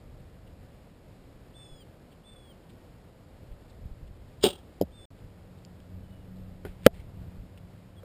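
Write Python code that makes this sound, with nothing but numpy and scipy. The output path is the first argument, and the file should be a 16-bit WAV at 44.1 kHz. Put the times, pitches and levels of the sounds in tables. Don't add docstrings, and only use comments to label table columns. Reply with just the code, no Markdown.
import sys
import numpy as np
from scipy import signal
from scipy.fft import rfft, irfft
from scipy.io import wavfile
from scipy.ndimage import uniform_filter1d

SR = 44100
rng = np.random.default_rng(int(sys.argv[2]) if len(sys.argv) > 2 else 0)


def pcm_store(signal):
    levels = np.round(np.clip(np.atleast_2d(signal), -1, 1) * 32767)
    wavfile.write(sys.argv[1], SR, levels.astype(np.int16).T)


def field_ratio(decibels):
    return 10 ** (np.asarray(decibels, dtype=float) / 20)


N = 354740
STOP_S = 4.436
HOLD_HZ = 12000

GAP_S = (5.0545, 5.1045)
# pitch in Hz, level in dB, time to fall 60 dB in seconds.
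LIMB_MODES = [(225, -2.5, 0.054), (366, -3, 0.17), (402, -5, 0.066), (566, -8, 0.13), (736, -4.5, 0.042),
              (1244, -20, .1)]


def in_time(rows):
    s, *columns = np.transpose(rows)
    return [np.interp(np.arange(N) / SR, s, c) for c in columns]


def rms_one(x):
    return x / np.sqrt(np.mean(x ** 2) + 1e-20)


def drift(rate):
    r = np.exp(-80 * np.pi * rate / SR)
    noise = rng.standard_normal(N // 40 + 2002)
    slow = signal.lfilter([1], [1, -2 * r, r * r], noise)[2000:]
    return np.interp(np.arange(N) / 40, np.arange(len(slow)), rms_one(slow))


def add(out, s, burst):
    i = round(s * SR)
    out[i:i + len(burst)] += burst[:N - i]


def mode(hz, t60):
    t = np.arange(int(1.5 * t60 * SR)) / SR
    return field_ratio(-60 * t / t60) * np.sin(2 * np.pi * hz * t)


def resonance(x, hz, width):
    r = np.exp(-np.pi * width / SR)
    turn = 2 * np.pi * hz / SR
    return signal.lfilter(np.array([1, 0, -1]) * (1 - r * r) / 2, [1, -2 * r * np.cos(turn), r * r], x)


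def tone(hz, db):
    return np.sqrt(2) * field_ratio(db) * np.sin(2 * np.pi * np.cumsum(hz) / SR)


def swell(s, db, rise, fall):
    t = np.arange(N) / SR - s
    return field_ratio(np.maximum(db - np.where(t < 0, -rise * t, fall * t), -200))


def bow_limbs():
    # start in seconds, level in dB, seconds of free ringing.
    jolts = [(4.434, -36, 0.0043), (4.439, -30, 0.009), (4.453, -21.5, 0.0066), (4.463, -20.5, 0.018),
             (4.476, -30, 0.012), (4.483, -29.5, 0.026), (4.504, -39, .02), (4.526, -49, 0.021),
             (6.6533, -44, 0.0067), (6.6555, -39, 0.0083), (6.6675, -42, 0.0081)]
    # start and end in seconds, pitch in Hz, level in dB.
    string_swing = (4.4388, 4.4508, 408, -13)
    out = np.zeros(N)
    spread = rng.normal(0, 1, (len(jolts), len(LIMB_MODES)))
    for (s, db, free), own in zip(jolts, spread):
        for (hz, level_db, t60), chance in zip(LIMB_MODES, own):
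            ring = mode(hz, t60)
            damped_s = np.maximum(np.arange(len(ring)) / SR - free, 0)
            damping_db = np.minimum(4000 * damped_s, 12.0)
            add(out, s, field_ratio(db + level_db + 2.0 * chance - damping_db) * ring)
    start, end, hz, db = string_swing
    t = np.arange(int((end - start) * SR)) / SR
    add(out, start, field_ratio(db) * np.sin(2 * np.pi * hz * t))
    return signal.sosfilt(signal.butter(2, [170, 1100], "band", fs=SR, output="sos"), out)


def bow_rattle():
    # time in seconds, level in dB.
    shakes = [(4.412, -52.5), (4.427, -33), (4.4381, -19.5), (4.455, -27), (4.466, -28.5), (4.487, -38.5),
              (4.505, -43.5), (4.529, -44.5), (4.553, -51.5), (4.581, -53)]
    # pitch in Hz, width in Hz, level in dB.
    metal_modes = [(2300, 310, -14), (2780, 145, 0.5), (3260, 270, 0.5), (3620, 180, 1.5), (3850, 190, -1),
                   (4140, 200, -9), (4900, 510, -23.5), (5280, 510, -5.5), (1400, 380, -14.5)]
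    clicks = rng.standard_normal(N) * field_ratio(2.64 * np.minimum(rng.exponential(1, N), 4))
    clicks = clicks * (rng.random(N) < 5000 / SR)
    gain = sum(swell(s, db, 6998, 751) for s, db in shakes)
    driven = rms_one(clicks) * field_ratio(14.0) * gain + 1e-18
    since = np.maximum(np.arange(N) / SR - STOP_S, 0)
    metal = np.zeros(N)
    for k, (hz, width, db) in enumerate(metal_modes):
        settle_db = 222 * abs(np.log2(hz / 3106)) * since
        metal += (-1) ** k * resonance(driven * field_ratio(db - settle_db) + 1e-18, hz, width)
    after_stop = driven * (np.arange(N) > STOP_S * SR)
    shiver = sum(field_ratio(db + 4.0) * resonance(after_stop, hz, 51) for hz, db, _ in LIMB_MODES)
    hiss = field_ratio(-10.5 - 60 * since) * resonance(driven, 4300, 3250)
    return metal + shiver + hiss


def bow():
    return bow_limbs() + bow_rattle()


def arrow():
    # start in seconds, level in dB, sign of the push, pitch in Hz, time to fall 60 dB in seconds.
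    far_hits = [
        (4.8121, 12, 1, 480, .007),
        (4.8122, -10, -1, 170, .016),
        (4.8198, -2, -1, 280, .012),
        (4.8224, -1, 1, 480, .008),
        (4.8290, -13, -1, 200, .025),
        (4.8325, -20, 1, 600, .015),
        (8.033, -29, 1, 500, .02),
    ]
    near_hits = [
        (6.8640, 12.5, 1, 530, .0065),
        (6.8667, 11.5, -1, 490, .0078),
        (6.6507, -21, 1, 400, .008),
        (6.8641, -12, -1, 210, .04),
        (6.874, -28, -1, 450, .03),
        (6.878, -30, 1, 680, .06),
    ]
    out = thumps(far_hits, swell_s=.004, dull_hz=850, order=6)
    out = out + thumps(near_hits, swell_s=.00005, dull_hz=1190, order=2)
    return out + cracks() + arrow_shaft() + rushes()


def thumps(hits, swell_s, dull_hz, order):
    out = np.zeros(N)
    dull = signal.butter(order, dull_hz, fs=SR, output="sos")
    for s, db, sign, hz, t60 in hits:
        ring = mode(hz, t60)
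        ring = ring * (1 - np.exp(-np.arange(len(ring)) / SR / swell_s))
        add(out, s, np.sign(sign) * field_ratio(db) * signal.sosfilt(dull, ring))
    return out


def cracks():
    # start in seconds, level in dB.
    contacts = [
        (4.8128, -41),
        (4.8208, -39),
        (4.8207, -47),
        (6.652, -57),
        (6.865, -21.5),
        (6.8658, -28.5),
        (8.033, -55),
    ]
    out, t = np.zeros(N), np.arange(SR // 50) / SR
    bright = signal.butter(3, 2900, "high", fs=SR, output="sos")
    for s, db in contacts:
        grit = signal.sosfilt(bright, rng.standard_normal(len(t)))
        add(out, s, field_ratio(db + 6.5 - 60 * t / .013) * grit)
    return out


def arrow_shaft():
    # start in seconds, level in dB.
    blows = [
        (6.6516, -44),
        (6.6526, -47),
        (6.8647, -2),
        (6.8660, -13),
    ]
    # pitch in Hz, level in dB, time to fall 60 dB in seconds.
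    shaft_modes = [(1380, -11, .012), (1980, 0, .01), (2350, -12, .008), (3060, 0, .006), (3900, -10, .005),
                   (4900, -17, .004)]
    out = np.zeros(N)
    for s, db in blows:
        for hz, level_db, t60 in shaft_modes:
            add(out, s, -field_ratio(db + level_db) * mode(hz, t60))
    return out


def rushes():
    # peak time in seconds, peak level in dB, rise and fall in dB a second, centre in Hz.
    hisses = [
        (6.651, -54, 6000, 210.5, 1810),
        (6.864, -44.5, 555, 3000, 2800),
        (6.866, -39.5, 3001, 1500, 1850),
        (6.945, -58.5, 1200, 330, 2300),
        (7.005, -63, 500, 400, 2770),
    ]
    white = rng.standard_normal(N) * field_ratio(2.5 * drift(150))
    dull = rms_one(resonance(resonance(white, 1500, 2600), 1500, 2600))
    bright = rms_one(resonance(white, 2400, 1200))
    out = np.zeros(N)
    for s, db, rise, fall, hz in hisses:
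        share = np.clip((hz - 1800) / 1200, 0, 1)
        out += swell(s, db, rise, fall) * ((1 - share) * dull + share * bright)
    return out


def birds():
    return near_bird() + far_bird() + bird_chips()


def near_bird():
    # start in seconds, length in seconds, top pitch in Hz, level in dB, level of the 3/2 partial in dB.
    calls = [
        (1.535, .3, 3550, -58, -26.5),
        (2.233, 0.297, 3550, -61, -40),
        (4.914, 0.54, 3626, -60, -23),
    ]
    # seconds after the start, share the pitch slips down, change of level in dB.
    voice_catches = [
        (0.1, .012, 0.5),
        (0.117, 0.015, -15),
        (.065, 0.025, -2),
    ]
    out, flutter = np.zeros(N), drift(40)
    for (s, length, top_hz, db, upper_db), catch in zip(calls, voice_catches):
        i = int(s * SR)
        add(out, s, whistle(length, top_hz, db + 1.5, upper_db, catch, flutter[i:i + int(length * SR)]))
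    return out * (np.arange(N) < GAP_S[1] * SR)


def whistle(length, top_hz, db, upper_db, catch, flutter):
    # share of the length, level in dB.
    breath = [(0, -16), (.03, -9), (.12, -0.5), (.36, 0.5), (.5, -4), (.85, -6.5), (.96, -3), (1, -18)]
    t = np.arange(len(flutter)) / SR
    share, (catch_s, slip, dip_db) = t / length, catch
    since_catch = (t - catch_s) / .008
    bend = .3 * np.exp(-t / .0045) + .03 * np.exp(-t / .0304)
    bend = bend + .72 * t ** 2 + .11 * np.exp((t - length) / .017)
    hz = top_hz * (1 - bend - slip * (1 + np.tanh(since_catch)) / 2)
    effort_db = db + np.interp(share, *np.transpose(breath)) + dip_db * np.exp(-since_catch ** 2)
    lower_db = effort_db - 19 - 45 * (share - .38) ** 2 + 1.5 * flutter
    upper_db = effort_db + upper_db + 28.5 * np.minimum(share, .6) - 2.5 * flutter
    sides = tone(hz * 3 / 2, upper_db) + tone(hz * 3 / 4, lower_db) + tone(hz * 5 / 4, lower_db - 7)
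    return tone(hz, effort_db + 1.8 * flutter) + sides


def far_bird():
    # start in seconds, length in seconds, first and last pitch in Hz, level in dB.
    far_notes = [
        (5.996, 0.26, 3050, 2860, -72),
        (7.958, 0.047, 3420, 3290, -66.5),
    ]
    out, flutter, waver = np.zeros(N), drift(40), drift(60)
    for s, length, start_hz, end_hz, db in far_notes:
        i = int(s * SR)
        count = min(int(length * SR), N - i)
        hz = np.linspace(start_hz, end_hz, count) * (1 + 0.0091 * waver[i:i + count])
        add(out, s, np.hanning(count) ** .5 * tone(hz, db + 3.3 * flutter[i:i + count]))
    return out


def bird_chips():
    # start in seconds, peak level in dB, first and last pitch in Hz, length in seconds.
    chip_notes = [(0.459, -61, 3600, 2400, 0.033), (2.11, -58, 3690, 2550, 0.034),
                  (2.689, -54.5, 3420, 2900, 0.027), (3.507, -61, 3180, 2800, 0.032),
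                  (3.689, -56.5, 4800, 2690, 0.035), (4.062, -60, 3600, 2800, 0.031),
                  (5.186, -54.5, 3150, 3000, 0.0093), (6.382, -59, 3080, 2900, 0.013),
                  (7.575, -51.5, 3360, 2970, 0.013)]
    out = np.zeros(N)
    for s, db, start_hz, end_hz, length in chip_notes:
        count = int(length * SR)
        breath = signal.lfilter([.06], [1, -.94], rng.standard_normal(SR // 10))[:count]
        hz = np.linspace(start_hz, end_hz, count)
        add(out, s, np.hanning(count) * (.6 + 8 * breath) * tone(hz, db - 9.5))
    return out


def short_rings():
    # start in seconds, peak level in dB, pitch in Hz, time to fall 60
    # dB in seconds.
    snaps_and_pings = [(4.4355, -15, 4730, .006), (4.462, -64, 1317, 0.7), (8.032, -45, 1320, 0.0067),
                       (4.800, -51, 4500, .004), (4.8135, -37.5, 3140, 0.013), (4.813, -33.5, 5070, 0.0071),
                       (4.8205, -38, 5080, .012), (5.588, -54.5, 3700, 0.0067), (5.65, -38, 4880, 0.0055),
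                       (5.650, -49, 3280, .006), (5.803, -49, 3200, 0.0075), (5.803, -54, 5000, 0.006),
                       (6.11, -54, 3500, 0.0037), (6.37, -53, 4180, .004), (6.651, -41.5, 1460, 0.046),
                       (6.665, -50, 1540, 0.051), (7.421, -55, 2100, 0.0071), (7.576, -44.5, 2750, 0.0059)]
    out = np.zeros(N)
    for s, db, hz, t60 in snaps_and_pings:
        add(out, s, field_ratio(db) * mode(hz, t60))
    return out


def wind():
    # time in seconds, level in dB.
    breeze = [(0, -49), (1.5, -57.5), (2.7, -71), (3.5, -63), (4.2, -50), (4.6, -60.5), (5.7, -58),
              (6.2, -53), (7.2, -48), (8.04, -63)]
    # time in seconds, peak level in dB.
    gusts = [(.78, -61), (1.1, -55), (1.34, -52.5), (1.72, -61), (2.93, -53), (3.38, -51), (3.52, -48),
             (3.85, -42.5), (4.03, -49.5), (5.22, -49), (5.98, -45), (6.4, -44), (7.03, -44), (7.23, -43.5),
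             (7.39, -49)]
    # time in seconds, peak level in dB.
    pushes = [
        (4.44, -37),
        (4.815, -36.5),
        (6.66, -43),
        (6.868, -34.5),
    ]
    # time in seconds, peak level in dB, length in seconds.
    buffets = [(1.724, -41, 0.028), (3.518, -37, 0.02), (3.859, -29, 0.011), (3.919, -35.5, 0.022),
               (4.031, -35.5, 0.0096), (4.111, -36, 0.011), (6.696, -35, 0.018), (7.384, -40, 0.021)]
    gain = field_ratio(in_time(breeze)[0] + 2.5 * drift(6))
    gain = gain + sum(swell(s, db, 203, 130.5) for s, db in gusts)
    gain = gain + sum(swell(s, db, 602, 249) for s, db in pushes)
    band = signal.butter(2, [22, 100], "band", fs=SR, output="sos")
    out = rms_one(signal.sosfilt(band, rng.standard_normal(N))) * gain * field_ratio(-3.5)
    for s, db, length in buffets:
        u = np.linspace(-2, 4, int(3 * length * SR))
        bump = np.exp(-u ** 2 * 4.6)
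        swing_back = 0.5 * np.exp(-(u - 1.2) ** 2 * 2.0)
        add(out, s - length, field_ratio(db) * (bump - swing_back))
    return out


def engine():
    # time in seconds, firing rate in Hz, load as the level of the second multiple in dB.
    engine_run = [(5.1, 88, -60), (5.5, 91.3, -57.5), (5.9, 91.2, -56), (6.22, 93.3, -50.5),
                  (6.65, 90.8, -55), (7.1, 91, -58), (7.3, 91.4, -52), (8.04, 89, -59.5)]
    hz, second_db = in_time(engine_run)
    first_db = -55.5 + .6 * (second_db + 55)
    hz = hz * (1 + 0.014 * drift(6))
    out = tone(hz, first_db + 2.5 * drift(16))
    out += tone(2 * hz, second_db + 2.5 * drift(7.5))
    out += tone(3 * hz, second_db - 16.0 + 2.0 * drift(5.5))
    out += field_ratio(-56) * rms_one(resonance(rng.standard_normal(N), 99, 4.6))
    return out * (np.arange(N) > GAP_S[0] * SR)


def air():
    # pitch in Hz, level in dB per Hz.
    field_colour = [(15, -28.5), (25, 2.5), (113, -2), (289, -11.5), (407, -14.5), (511, -12.5), (737, -19),
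                    (926, -23.5), (1110, -25.5), (1300, -26.5), (5140, -38), (5900, -42.5), (7670, -78),
                    (13000, -120)]
    hz, db = np.transpose(field_colour)
    bins = np.fft.rfftfreq(N, 1 / SR)
    colour = field_ratio(np.interp(np.log(bins + 1), np.log(hz), db))
    colour = colour / np.sinc(np.minimum(bins / HOLD_HZ, .5))
    noise = irfft(rfft(rng.standard_normal(N)) * colour, N)
    bass_off = signal.sosfilt(signal.butter(1, 70, "high", fs=SR, output="sos"), rms_one(noise))
    return bass_off * field_ratio(-61.6 + 11.0 + .5 * drift(4.9))


def scene():
    return (bow() + arrow() + birds() + short_rings() + wind() + engine() + air())[None]


def duck(x):
    since = np.maximum(np.arange(N) / SR - 6.88, 0)
    return x * field_ratio(-14 * (1 - np.exp(-since / .004)) * np.exp(-since / .017))


def sample_and_hold(x):
    x = signal.sosfilt(signal.butter(8, 5800, fs=SR, output="sos"), x)
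    samples = np.clip(signal.resample_poly(x, 40, 147, axis=1), -1, 1)
    held = np.repeat(np.pad(samples, [(0, 0), (0, 2)]), 4, axis=1)
    return signal.resample_poly(held, 147, 160, axis=1)[:, 6:N + 6]


def thin_top(x):
    hz, _, z = signal.stft(x, SR, nperseg=1536)
    level = uniform_filter1d(np.abs(z) ** 2, size=7, axis=1)
    top, very_top = hz > 12800, hz > 15380
    usual = np.median(level[:, top & (hz < 15380)])
    least = np.where(very_top, 1500, np.where(top, .75, 0))[:, None] * usual
    z = z * (level >= least) * np.where(very_top, field_ratio(-12.5), 1)[:, None]
    return signal.istft(z, SR, nperseg=1536)[1][:, :N]


def low_pass(x):
    return signal.sosfilt(signal.butter(12, 16350, fs=SR, output="sos"), x)


def record(dry):
    x = sample_and_hold(duck(dry))
    t = np.arange(N) / SR
    x = x * np.where((t > GAP_S[0]) & (t < GAP_S[1]), field_ratio(-62), 1)
    x = np.clip(thin_top(x), -1, 1)
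    x = signal.sosfiltfilt(signal.butter(12, 16200, fs=SR, output="sos"), x)
    return low_pass(x)


dry = scene()
out = record(dry)
pcm_store(out)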